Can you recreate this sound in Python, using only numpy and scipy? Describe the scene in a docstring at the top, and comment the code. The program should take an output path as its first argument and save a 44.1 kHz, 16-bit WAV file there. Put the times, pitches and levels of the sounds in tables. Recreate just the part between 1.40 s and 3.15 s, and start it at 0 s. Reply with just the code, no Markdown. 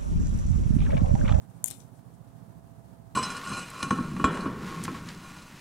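"""A sharp plastic snap close on the left: the lever of a small hand pump shuts, rebounds and
scrapes into its seat. Each blow rings the lever's high modes over a knock on the barrel;
fingers brush and scuff the plastic. A small room answers. Behind it, mostly on the right,
a machine turns with a low throb and a faint whine, over a soft hiss."""
import sys
import numpy as np
from scipy import signal
from scipy.fft import rfft, irfft
from scipy.io import wavfile
from scipy.ndimage import uniform_filter1d

SR = 44100
rng = np.random.default_rng(int(sys.argv[2]) if len(sys.argv) > 2 else 0)


def transcribe(signal):
    """Save signal, clipped to [-1, 1], as a 16-bit WAV file at the path in sys.argv[1]."""
    frames = np.atleast_2d(signal).T
    limited = np.clip(frames, -1, 1)
    pcm = np.round(limited * 32767).astype(np.int16)
    wavfile.write(sys.argv[1], SR, pcm)


N = 77175


def amp(db):
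    """Decibels to gain."""
    return 10 ** (np.asarray(db) / 20)


def unit_rms(x):
    """Scale to rms 1."""
    return x / np.sqrt(np.mean(x ** 2) + 1e-20)


def lookup(curve, hz, column=1):
    """Interpolate a table column over log frequency."""
    table = np.array(curve, float)
    return np.interp(np.log(hz + 1), np.log(table[:, 0] + 1), table[:, column])


def add(mix, at_s, sound):
    """Mix a sound in at a time."""
    part = mix[max(round(at_s * SR), 0):][:len(sound)]
    part += sound[:len(part)]


def colour(x, curve, column=1, size=4096):
    """Minimum-phase filter from a gain curve in dB."""
    log_gain = np.log(amp(lookup(curve, abs(np.fft.fftfreq(size, 1 / SR)), column)))
    taps = np.fft.ifft(np.exp(np.conj(signal.hilbert(log_gain)))).real
    return signal.fftconvolve(x, taps[:size // 2])[:len(x)]


def cut(x, hz, kind, order=2):
    """Butterworth high-pass or low-pass."""
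    return signal.sosfilt(signal.butter(order, hz, kind, fs=SR, output="sos"), x)


def shaped(white, curve, column=1):
    """Give white noise a density in dB/Hz."""
    gain = amp(lookup(curve, np.fft.rfftfreq(N, 1 / SR), column))
    return irfft(rfft(white) * gain, N) * np.sqrt(SR / 2)


def tone(hz, waver_hz=1.25):
    """Sine of rms 1 with slowly drifting pitch."""
    drift = unit_rms(np.interp(np.arange(N), np.linspace(0, N, 20), rng.standard_normal(20)))
    return np.sqrt(2) * np.sin(2 * np.pi * np.cumsum(hz + waver_hz * drift) / SR)


def burst(decay_s, rise_s=0.00018):
    """A quick run of tiny contacts, dying away."""
    t = np.arange(SR // 20) / SR
    return rng.choice([-1., 1.], len(t)) * (1 - np.exp(-t / rise_s)) * np.exp(-t / decay_s)


def modes(table):
    """Decaying sines struck together."""
    t = np.arange(SR // 20) / SR
    return sum(amp(db - 60 * t / t60_s) * np.sin(2 * np.pi * hz * t) for hz, db, t60_s in table)


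def hiss():
    """Gently wavering room noise, alike on both sides only in the bass."""
    # noise spectrum (frequency [Hz], left [dB/Hz], right [dB/Hz])
    density = [(24.2, -106, -106), (37.8, -99, -99), (51.2, -80.5, -102.5), (98.5, -83, -85.5),
               (162.7, -91, -70.5), (243.4, -86, -77.5), (328, -90, -87), (578, -91.5, -90),
               (917, -101, -89.5), (1600, -106, -100), (2370, -111, -110), (5500, -111, -117),
               (9600, -108, -117), (12300, -113, -115), (16200, -114, -115)]
    # likeness of the sides (frequency [Hz], correlation [0-1])
    likeness = [(50, 0.65), (120, 0.23), (260, 0.68), (600, 0.05), (2000, 0.14)]
    waver_db, waver_s = 1.14, 0.019
    left, independent = rng.standard_normal((2, N))
    shared = lookup(likeness, np.fft.rfftfreq(N, 1 / SR))
    right = irfft(shared * rfft(left) + np.sqrt(1 - shared ** 2) * rfft(independent), N)
    waver = unit_rms(uniform_filter1d(rng.standard_normal(N), round(waver_s * SR)))
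    return np.array([shaped(left, density), shaped(right, density, column=2)]) * amp(waver_db * waver)


def machine():
    """Hum and rumble swell once a turn, mostly on the right; a thin whine and a low drone grow."""
    # hum (harmonic of the turning rate [-], right level [dB])
    harmonics = [(7, -61), (8, -53), (9, -53), (11, -62), (12, -59.5), (13, -64)]
    # rumble spectrum (frequency [Hz], right density [dB/Hz])
    rumble_density = [(60, -100), (85, -81), (115, -77), (175, -75), (215, -96), (255, -76.5), (330, -101),
                      (900, -100), (2000, -125)]
    # steady tones (frequency [Hz], left [dB], right [dB])
    partials = [(726.4, -83.5, -73.5), (791.5, -86, -72.5), (854, -90, -76), (1005, -88, -80.5)]
    turn_hz, throb_peak_s, throb_depth = 13.93, 0.8135, 0.42
    whine_hz, whine_rise_s, whine_db = 669, (0.915, 0.965), (-64.5, -60.5)
    drone_hz, drone_db = 68.2, (-76, -60)
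    t = np.arange(N) / SR
    turn_rad = 2 * np.pi * turn_hz * (t - throb_peak_s)
    hum = np.sqrt(2) * sum(amp(db) * np.cos(k * turn_rad) for k, db in harmonics)
    throb = unit_rms(1 + throb_depth * np.cos(turn_rad))
    rumble = shaped(rng.standard_normal(N), rumble_density) * throb
    whine = amp(np.interp(t, whine_rise_s, whine_db)) * tone(whine_hz)
    tones = sum(amp([[left_db], [right_db]]) * tone(hz) for hz, left_db, right_db in partials)
    drone = amp(np.linspace(*drone_db, N)) * tone(drone_hz)
    return (amp([[-56], [0]]) * (hum + rumble)  # [left], [right] in dB
            + amp([[-42.5], [0]]) * whine
            + amp([[0], [-5]]) * drone
            + tones)


def room(source, reverb_send):
    """Direct sound on the left, shaded on the right; early reflections, then a diffuse tail."""
    # shading of the right side (frequency [Hz], gain [dB])
    shade = [(300, -21), (1400, -9.5), (3500, -8.5), (7000, -46), (10000, -50), (16000, -41)]
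    # desk and wall reflections (delay [s], left [dB], right [dB])
    echoes = [(.0014, -37, -28), (.0082, -21.5, -39)]
    # reverberation colour (frequency [Hz], left [dB], right [dB])
    tail_colour = [(298, 2, 1), (1490, -11.5, -3.5), (3660, 3, -7), (5200, -3, -9), (6600, -7, -16.5),
                   (9000, -12, -26), (10300, -9.5, -31), (12300, -16.5, -27), (14300, -16, -19)]
    # reverberation decay (frequency [Hz], t60 [s])
    tail_t60 = [(500, 0.63), (4000, 0.16), (9000, 0.37), (15000, 0.56)]
    shade_delay_s, tail_delay_s, tail_build_s = 0.00045, 0.006, 0.0014
    out, t = np.zeros((2, N)), np.arange(SR) / SR
    add(out[0], 0, source)
    add(out[1], shade_delay_s, colour(source, shade))
    for side in range(2):
        for delay_s, *db in echoes:
            smear = cut(burst(decay_s=0.0012), 9000, "lowpass", order=3)
            echo = signal.fftconvolve(source, smear / np.linalg.norm(smear))
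            add(out[side], delay_s, amp(db[side]) * echo)
        hz, age_s, noise = signal.stft(rng.standard_normal(SR), SR, nperseg=256)
        decay = amp(-60 * age_s / lookup(tail_t60, hz)[:, None])
        tail = signal.istft(noise * decay, SR)[1][:SR]
        tail *= 1 - np.exp(-t / tail_build_s)
        send = colour(reverb_send, tail_colour, column=side + 1)
        add(out[side], tail_delay_s, signal.fftconvolve(send, tail / np.linalg.norm(tail)))
    return out


def rub(strokes, curve):
    """Skin on plastic: one noise swell per stroke."""
    out = np.zeros(N)
    for at_s, length_s, db in strokes:
        swell = np.hanning(round(length_s * SR))
        add(out, at_s, amp(db) * swell * rng.standard_normal(N)[:len(swell)])
    return colour(out, curve)


def fingers():
    """Fingers brush the barrel faintly and scuff as they let go."""
    # brush strokes (time [s], length [s], level [dB])
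    brushes = [(0.0, 0.046, -75), (0.086, 0.035, -76), (0.128, 0.073, -78), (0.37, 0.066, -68.5),
               (0.51, 0.11, -76.5), (0.72, 0.055, -77)]
    # brush colour (frequency [Hz], gain [dB])
    brush_colour = [(2000, 3.5), (5500, 8), (9300, 19.5), (12000, 7), (16000, -22)]
    # scuffs (time [s], length [s], level [dB])
    scuffs = [(0.4012, .006, -33.5), (0.409, .013, -51)]
    # scuff colour (frequency [Hz], gain [dB])
    scuff_colour = [(2000, -25), (4400, -8.5), (5100, -13), (6000, -1.5), (6900, -6), (7800, -27)]
    return rub(brushes, brush_colour) + rub(scuffs, scuff_colour)


def seating():
    """The lever comes to rest with soft clacks over a hollow thud of the barrel."""
    # contacts with the seat (time [s], level [dB], low-pass [Hz])
    contacts = [(0.3094, -22, 10000), (0.3113, -22, 13500), (0.3168, -29, 13100)]
    # seat colour (frequency [Hz], gain [dB])
    seat_colour = [(300, -7), (1500, -13.5), (2300, -0.5), (2900, -10.5), (3700, 0.5), (5200, -4),
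                   (6200, -1.5), (8500, 6), (10300, -5), (11300, 6.5), (15000, -12)]
    # barrel thud colour (frequency [Hz], gain [dB])
    thud_colour = [(300, -13), (1000, 0), (2200, -3.5), (3000, -16)]
    thud_at_s, thud_db = 0.3095, -35
    clacks, thud = np.zeros((2, N))
    add(thud, thud_at_s, amp(thud_db) * burst(decay_s=0.004))
    for at_s, db, cutoff_hz in contacts:
        add(clacks, at_s, amp(db) * cut(burst(decay_s=0.0011), cutoff_hz, "lowpass", order=5))
    return colour(clacks, seat_colour) + cut(colour(thud, thud_colour), 3000, "lowpass")


def scrapes():
    """Plastic on plastic: the lever slides with fine grains and catches in brief bursts."""
    # catches (time [s], level [dB], decay [s])
    catches = [(0.2811, -22, 0.0014), (0.2849, -21.5, 0.00076), (0.3036, -20.5, 0.00079)]
    # scrape colour (frequency [Hz], gain [dB])
    scrape_colour = [(300, -16.5), (1500, -22), (2400, -9.5), (3700, -6), (5000, -8), (6600, 2), (8700, 9),
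                     (10300, 6), (11400, 2), (13200, -3), (14700, 1), (16000, -13.5)]
    slide_start_s, slide_end_s, slide_db, grains_per_s = 0.246, 0.298, -39, 1300
    out = np.zeros(N)
    for at_s, db, decay_s in catches:
        add(out, at_s, amp(db) * burst(decay_s))
    grains = unit_rms(rng.choice([-1., 1.], N) * (rng.random(N) < grains_per_s / SR))
    stroke = np.sqrt(np.hanning(round((slide_end_s - slide_start_s) * SR)))
    add(out, slide_start_s, amp(slide_db) * stroke * grains[:len(stroke)])
    return colour(out, scrape_colour)


def snaps():
    """Each blow rings the lever's short, high modes over a dry knock on the barrel."""
    # first blow and rebounds (time [s], level [dB])
    blows = [(0.242, 0), (0.2593, -9.5), (0.2646, -22), (0.2691, -23.5), (0.273, -22), (0.2767, -19),
             (0.2836, -18)]
    # bright lever modes (frequency [Hz], level [dB], t60 [s])
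    lever_modes = [(6460, -34, 0.027), (6940, -24, 0.0098), (7320, -10, 0.0063), (8140, -16.5, 0.011),
                   (8860, -10.5, 0.0094), (9300, -17.5, 0.0106), (11300, -16.5, 0.006),
                   (11770, -11.5, 0.006)]
    # weak barrel modes (frequency [Hz], level [dB], t60 [s])
    barrel_modes = [(496, -45.5, 0.0079), (905, -41, 0.0054), (1560, -35, 0.0091), (2060, -42.5, 0.013),
                    (3250, -44, 0.016), (3650, -43, 0.0172), (4520, -40, 0.013), (14300, -33, 0.0068)]
    # knock colour (frequency [Hz], gain [dB])
    knock_colour = [(150, -11), (900, 2), (2700, -6.5), (5500, -3.5), (15000, -5.5)]
    ring_low_hz, ring_high_hz, knock_db = 6350, 12350, -12
    ring = cut(modes(lever_modes), ring_low_hz, "highpass", order=14)
    ring = cut(ring, ring_high_hz, "lowpass", order=10)
    barrel = modes(barrel_modes)
    out = np.zeros(N)
    for at_s, db in blows:
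        crack = burst(decay_s=0.0018)
        knock = amp(knock_db) * colour(crack / np.linalg.norm(crack), knock_colour)
        add(out, at_s, amp(db) * (ring + barrel + knock))
    return out


def scene():
    """The pump in its room, over machine and hiss; snaps feed the tail less than the rattle does."""
    snap_send_db = -6.5
    snap = snaps()
    rattle = scrapes() + seating() + fingers()
    return room(snap + rattle, amp(snap_send_db) * snap + rattle) + machine() + hiss()


def record(dry):
    """Linear-phase band limit."""
    edge_hz = 16000
    taps = signal.firwin(255, edge_hz, window=("kaiser", 9), fs=SR)
    return signal.oaconvolve(dry, taps[None], "same", axes=1)


dry = scene()
out = record(dry)
transcribe(out)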